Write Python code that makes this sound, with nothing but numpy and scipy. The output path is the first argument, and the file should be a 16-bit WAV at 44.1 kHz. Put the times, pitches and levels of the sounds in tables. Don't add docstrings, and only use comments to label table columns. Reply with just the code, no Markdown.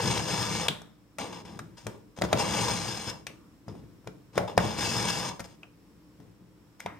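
import sys
import numpy as np
from scipy import signal
from scipy.fft import rfft, irfft, next_fast_len
from scipy.io import wavfile
from scipy.ndimage import uniform_filter1d, map_coordinates

SR = 44100
rng = np.random.default_rng(int(sys.argv[2]) if len(sys.argv) > 2 else 0)


def level_to_linear(level):
    exponent = np.asarray(level, float) / 20
    return 10 ** exponent


def generate_wav(sig):
    pcm = np.round(np.clip(np.atleast_2d(sig).T, -1, 1) * 32767).astype(np.int16)
    wavfile.write(sys.argv[1], SR, pcm)


N = 308611

# f/Hz, width/Hz, level/dB
WORKTOP = [(65.5, 7.6, -2.5), (115, 27.7, 2), (173.4, 21.3, 2.5), (212.5, 23, -1.5), (306, 28, -2.5),
           (360.3, 94, -8.5)]
# t/s, blade rasp level/dB, load on the housing/dB
PULLS = [
    [(0.0, -33.5, 8.5), (0.014, -36.5, 1.5), (0.19, -39, 2.5), (0.25, -42.5, 0.5), (0.302, -36.5, 2.5),
     (0.498, -39.5, 1), (0.514, -37.5, 1.5), (0.652, -41.5, 1.5), (0.675, -41.5, 8)],
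    [(2.35, -49.5, 7.5), (2.4, -32.5, 0.5), (2.452, -40, 3), (2.608, -34, 1), (3.048, -47, 1),
     (3.102, -39.5, 0), (3.122, -56.5, 10), (3.206, -66, 6), (3.25, -82, 5)],
    [(4.6, -40.5, 7), (4.764, -45, 3), (4.792, -37.5, 1), (4.948, -36, -0.5), (5.072, -38.5, 3),
     (5.082, -37, -1.5), (5.29, -41.5, 2), (5.358, -67.5, 16), (5.385, -68, 2.5)],
]


def unit(x):
    return x / np.sqrt(np.mean(x ** 2) + 1e-20)


def to_peak(x):
    return x / np.abs(x).max()


def along(points, hz):
    f, value = np.transpose(points)
    return np.interp(np.log(hz + 1), np.log(f + 1), value)


def wobble(rate):
    return map_coordinates(rng.standard_normal(N // 200), [np.arange(N) * rate / SR])


def filtered(x, response):
    size = next_fast_len(x.shape[-1] + 8192)
    hz = np.fft.rfftfreq(size, 1 / SR)
    return irfft(rfft(x, size) * response(hz), size)[..., :x.shape[-1]]


def resonances(peaks, turn=-1):
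    def response(f):
        total = 0
        for k, (centre, width, db) in enumerate(peaks):
            damping = 1j * f * width
            total = total + turn ** k * level_to_linear(db) * damping / (centre ** 2 - f ** 2 + damping + 1e-9)
        return total
    return response


def grit(spread_db, clump_db, clump_rate):
    size_db = spread_db * np.minimum(rng.exponential(size=N), 5)
    grains = rng.standard_normal(N) * level_to_linear(size_db)
    return unit(grains * level_to_linear(clump_db * wobble(clump_rate)))


def contact(slides):
    rasp_db, load_db = np.full(N, -200.), np.zeros(N)
    for rows in slides:
        s, row_rasp_db, row_load_db = np.transpose(rows)
        touch = slice(round(s[0] * SR), round(s[-1] * SR))
        t = np.arange(N)[touch] / SR
        rasp_db[touch] = np.interp(t, s, row_rasp_db)
        load_db[touch] = np.interp(t, s, row_load_db)
    return uniform_filter1d(level_to_linear(rasp_db), size=200), uniform_filter1d(load_db, size=200)


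def hum():
    # f/Hz, level per Hz/dB
    still = [(15, -55), (25, -25.5), (55, -3.5), (87, -12), (105, -7.5), (226, -7), (245, -19), (296, -6),
             (349, -24), (483, -16), (687, -27.5), (1010, -22), (1470, -27), (14000, -44.5), (16500, -43.5)]
    # f/Hz, width/Hz, level/dB
    fridge = [(300, 22, -5.5), (5400, 230, -30), (7600, 600, -38), (14500, 2600, -42)]
    # f/Hz, likeness (1 = the same)
    alike = [(60, .7), (400, 0.97), (2000, 0.098), (10000, 0.12)]

    def mid_and_side(hz):
        colour = level_to_linear(along(still, hz)) + np.abs(resonances(fridge)(hz))
        angle = np.arccos(np.clip(along(alike, hz), -1, 1)) / 2
        return colour * np.array([np.cos(angle), np.sin(angle)])

    mid, side = filtered(rng.standard_normal((2, N)), mid_and_side)
    level = level_to_linear(-59.5 + 0.77 * wobble(5.6))
    return level * np.array([mid + side, mid - side]) / np.std(mid)


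def strokes():
    # f/Hz, width/Hz, level/dB
    blade_modes = [(1650, 260, -5), (2227, 170, -5), (2676, 120, -4.5), (3559, 140, -4), (4120, 260, -6.5),
                   (4704, 38, 0), (5176, 120, 3), (6284, 190, -3), (6430, 82, -9.5), (7480, 72, -21),
                   (8650, 170, -5.5), (9980, 110, -18.5), (10800, 480, -21), (12100, 210, -27.5)]
    # f/Hz, level per Hz/dB
    rasp_colour = [(710, -37.5), (1200, -2.5), (2010, -2), (3520, -10.5), (4430, -5.5), (5270, 1.5),
                   (15100, -23), (16000, -31.5), (16500, -70)]
    # f/Hz, width/Hz, level/dB
    housing = [(495, 81, 3), (581, 60, -3), (683, 65, 0.5), (749, 33, -3), (837, 58, 5), (919.3, 37, 5.5),
               (1087, 57, -2), (1180, 53, 1.5)]
    # start t/s, length/s, rasp level/dB, fade/dB, load/dB
    scuffs = [(1.19, .13, -41.5, 13.5, 6), (1.323, .1, -49.5, 7, 5.5), (1.45, .13, -55.5, 6.5, 5),
              (1.613, 0.082, -74, 5.5, 8), (1.771, 0.09, -54.5, 11.5, 1.5), (1.887, 0.13, -60.5, 16, 9),
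              (2.164, 0.037, -56, -2, 2), (2.238, 0.024, -42.5, 9.5, 3), (2.285, 0.053, -59, -17.5, 8.5),
              (3.684, 0.045, -61, 12.5, 9), (3.764, 0.039, -73, -5, 5.5), (4.33, 0.058, -65, -18.5, 6.5),
              (4.397, .07, -56, 11, 10.5), (4.477, .085, -46.5, 20, 9), (5.401, 0.022, -46, 29.5, -2),
              (5.441, 0.022, -54, -2.5, -0.5), (5.47, .085, -64.5, 7, 1), (6.796, 0.081, -58.5, 10, 5),
              (6.877, .118, -77, 10.5, 8)]
    slides = PULLS + [[(s, db, load), (s + long, db - fade, load)] for s, long, db, fade, load in scuffs]
    rasp, load_db = contact(slides)
    grains = grit(spread_db=3.0, clump_db=2.1, clump_rate=240)
    ring = np.zeros(N)
    for k in range(3):
        ring += filtered(grains * level_to_linear(2.4 * wobble(22)), resonances(blade_modes[k::3]))
    hiss_grains = grit(spread_db=5.0, clump_db=0.5, clump_rate=130)
    hiss = filtered(hiss_grains, lambda hz: level_to_linear(along(rasp_colour, hz)))
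    blade = unit(ring) + level_to_linear(-4.5) * unit(hiss)
    fine = filtered(blade, lambda hz: 1 / (1 + (4400 / (hz + 1)) ** 12))
    body = np.zeros(N)
    for k in range(2):
        body += filtered(grains * level_to_linear(1.3 * wobble(14)), resonances(housing[k::2]))
    sound = unit(blade - fine) + level_to_linear(0.4 - 0.88 * load_db) * unit(fine) + level_to_linear(load_db) * unit(body)
    return rasp * sound


def shake():
    # t/s, level/dB, time to die by 60 dB/s
    jolts = [(.05, -29.5, 1.1), (0.698, -34, 0.23), (1.191, -43.5, 1.4), (1.5, -45.5, 1.4),
             (1.6, -46.5, 0.34), (1.87, -37.5, 0.25), (2.219, -28, 0.46), (2.341, -29, 0.89),
             (3.12, -46.5, 0.64), (3.29, -53, 0.61), (3.68, -43.5, 0.99), (3.84, -52.5, 0.3),
             (4.071, -48, 0.5), (4.38, -29.5, 0.38), (4.578, -30.5, 0.68), (5.44, -52, 0.76),
             (6.2, -49, 0.485), (6.41, -55.5, 0.73), (6.86, -44.5, .5)]
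    rise_s, rest_db = 0.073, -63
    t = np.arange(N) / SR
    rasp, load_db = contact(PULLS)
    power = (rasp * level_to_linear(0.96 * load_db)) ** 2 + level_to_linear(rest_db) ** 2
    for s, db, t60 in jolts:
        fall = np.maximum((t - s) / t60, (s - t) / rise_s)
        power += level_to_linear(db - 60 * fall) ** 2
    return np.sqrt(power)


def worktop():
    drag = grit(spread_db=-0.5, clump_db=1.5, clump_rate=47)

    def board(f):
        bass_loss = (1j * f / (45 + 1j * f)) ** 2
        return resonances(WORKTOP)(f) * bass_loss

    return shake() * unit(filtered(drag, board))


def contacts():
    # t/s, steel click level/dB, housing relative/dB, thud relative/dB
    seats = [
        (0.176, -12.5, -28, -9),
        (2.2201, -10, -8, -21),
        (2.3294, -5, -5, -9),
        (4.0736, -27, -4.5, -2),
        (4.3785, -7.5, -2.5, -16),
        (4.578, -5, -0.5, -3),
        (6.8615, -24.5, -1.5, -28),
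    ]
    # t/s, steel click level/dB, housing relative/dB, chatter/dB
    ticks = [
        (0.6835, -9, -13, -10),
        (1.185, -20.5, -8, -0.5),
        (1.5912, -26.5, -7, 2),
        (1.8676, -20, -8.5, -4),
        (3.268, -21.5, -13, 0),
        (4.356, -33, -3.5, -7),
        (5.3949, -27, -4.5, 7),
        (5.6311, -48.5, 0, 8),
        (6.8032, -25.5, -21, -12),
    ]
    # t/s, steel click level/dB, housing relative/dB, thud relative/dB
    bumps = [(0.818, -35, -5, -3), (1.4525, -39.5, -11, 8), (2.1763, -44, 8, -8), (2.188, -30.5, -3, 8.5),
             (2.2147, -28, 4, -11), (2.2385, -27.5, 4, 14), (2.2498, -27.5, 7, -3), (2.7225, -29, -3, -18),
             (3.682, -40.5, 7, 18.5), (3.753, -50.5, 8.5, -4), (4.045, -55, 3, 0), (4.6513, -25, -9, 10.5),
             (4.7873, -24, -20, -3), (5.4045, -23, -20.5, -0.5), (6.2025, -53, 0, 19)]
    knocks_in = [(s, db, shell, thud, -21, -10.5) for s, db, shell, thud in seats]
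    slips = [(s, db, shell, -23, -12, chatter) for s, db, shell, chatter in ticks]
    touches = [(s, db, shell, thud, -12, -16.5) for s, db, shell, thud in bumps]
    return sorted(knocks_in + slips + touches)


def knocks():
    # f/Hz, width/Hz, level/dB
    steel = [(1380, 320, -4.5), (2180, 550, -2), (2970, 400, -3.5), (3150, 390, -2.5), (4360, 1800, -10)]
    # f/Hz, width/Hz, level/dB
    snap = [(5220, 1400, -10), (6330, 860, -4.5), (8120, 600, -6), (11100, 5200, -16), (14840, 1100, -19.5)]
    # f/Hz, width/Hz, level/dB
    struck = [(480, 260, -7), (640, 300, 0), (880, 450, -4), (1350, 650, -5)]
    out, t = np.zeros(N + SR), np.arange(SR // 8) / SR
    for s, db, housing_db, thud_db, crack_db, chatter_db in contacts():
        noise = rng.standard_normal((3, len(t)))
        onset = 1 - np.exp(-t / 0.00063)
        fade = level_to_linear(-60 * t / 0.011) + level_to_linear(chatter_db - 4.5 - 60 * t / 0.036)
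        blow = noise[:2] * onset * fade
        shove = t / .0003 * np.exp(1 - t / .0003)
        push = level_to_linear(chatter_db - 60 * t / .1) * noise[2] - shove
        click = to_peak(filtered(blow[0], resonances(steel)))
        crack = to_peak(filtered(blow[1], resonances(snap)))
        hollow = to_peak(filtered(push, lambda f: resonances(struck, turn=1)(f) ** 2))
        thud = to_peak(filtered(push, resonances(WORKTOP, turn=1)))
        sound = click + level_to_linear(crack_db + 9.5) * crack
        sound += level_to_linear(housing_db + 9) * hollow + level_to_linear(thud_db + 1.5) * thud
        start = round((s - .0007) * SR)
        out[start:start + len(t)] += level_to_linear(db - 7.5) * sound
    return out[:N]


def shivers():
    # t/s, level/dB, f/Hz, width/Hz, time to die by 60 dB/s
    taps = [(.6835, -13, 3300, 1700, .12), (.686, -28, 3500, 900, .5), (.684, -40, 8100, 1200, .35),
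            (.686, -24, 790, 2300, .5), (1.592, -32, 1400, 900, .1), (3.268, -30, 2500, 1200, .25),
            (5.632, -39, 2600, 800, .08), (6.804, -36, 2150, 700, .3), (6.861, -30, 1900, 1100, .45),
            (3.27, -43, 1140, 450, .9), (6.861, -26, 1000, 1000, .4), (2.329, -10, 590, 260, .3),
            (2.22, -17, 600, 300, .2), (4.378, -9, 600, 420, .4), (4.38, -35, 1200, 600, .3),
            (4.569, -41, 5200, 1300, .06), (4.578, -12, 680, 360, .25), (1.89, -31, 380, 300, .6),
            (4.073, -31, 330, 300, .4), (3.685, -46, 5100, 1200, .25), (3.69, -30, 280, 300, .9),
            (3.3, -31, 330, 300, .33), (1.2, -29, 300, 200, 1.5), (6.201, -40, 380, 350, .4)]
    out, t = np.zeros(N + SR), np.arange(SR // 2) / SR
    for s, db, hz, width, t60 in taps:
        mode = resonances([(hz, width, 0)])
        band = unit(filtered(rng.standard_normal(len(t)), lambda f: mode(f) ** 3))
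        fade = level_to_linear(-60 * t / .014) + level_to_linear(-19 - 60 * t / t60)
        start = round(s * SR)
        out[start:start + len(t)] += level_to_linear(db) * band * fade
    return out[:N]


def ports(x):
    # f/Hz, phase/rad
    lead = [(60, 0.5), (400, -0.96), (600, 1.37), (1120, 0.56), (2240, 1), (3530, 0.84), (4310, -2.1),
            (5500, 0.46), (8270, 1.72), (9730, -0.3), (10600, -2.1), (12500, -2), (15100, -2.5)]
    # f/Hz, level/dB
    tilt = [(60, 0.5), (110, 5), (200, 3), (380, 2), (700, 2.5), (1290, -0.5), (2380, 2), (4400, 6.5),
            (8120, 8), (15000, 8.5)]

    def left_and_right(hz):
        half = level_to_linear(along(tilt, hz) / 2) * np.exp(.5j * along(lead, hz))
        return np.array([half, 1 / half])

    return filtered(x, left_and_right)


def kitchen(x):
    # f/Hz, time to die by 60 dB/s
    decay = [(150, 0.79), (600, 0.42), (3000, 0.28), (8000, 0.34), (14000, 0.36)]
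    hz, t, z = signal.stft(rng.standard_normal((2, SR // 2)), SR, nperseg=256)
    fade = level_to_linear(-60 * t / along(decay, hz)[:, None])
    tail = signal.istft(z * fade, SR, nperseg=256)[1]
    airborne = filtered(np.pad(x, (150, 0)), lambda f: 1j * f / (220 + 1j * f))
    return signal.fftconvolve(airborne[None], tail / np.linalg.norm(tail[0]), axes=1)[:, :N]


def scene():
    rub = strokes() + worktop()
    knock = knocks() + shivers()
    echo = kitchen(level_to_linear(-7) * rub + level_to_linear(-8.0) * knock)
    return ports(rub + knock) + echo + hum()


def roll_off(x):
    return signal.sosfilt(signal.butter(12, 16670, fs=SR, output="sos"), x)


def record(dry):
    limited = filtered(dry, lambda hz: hz < 15850)
    return roll_off(limited)


dry = scene()
out = record(dry)
generate_wav(out)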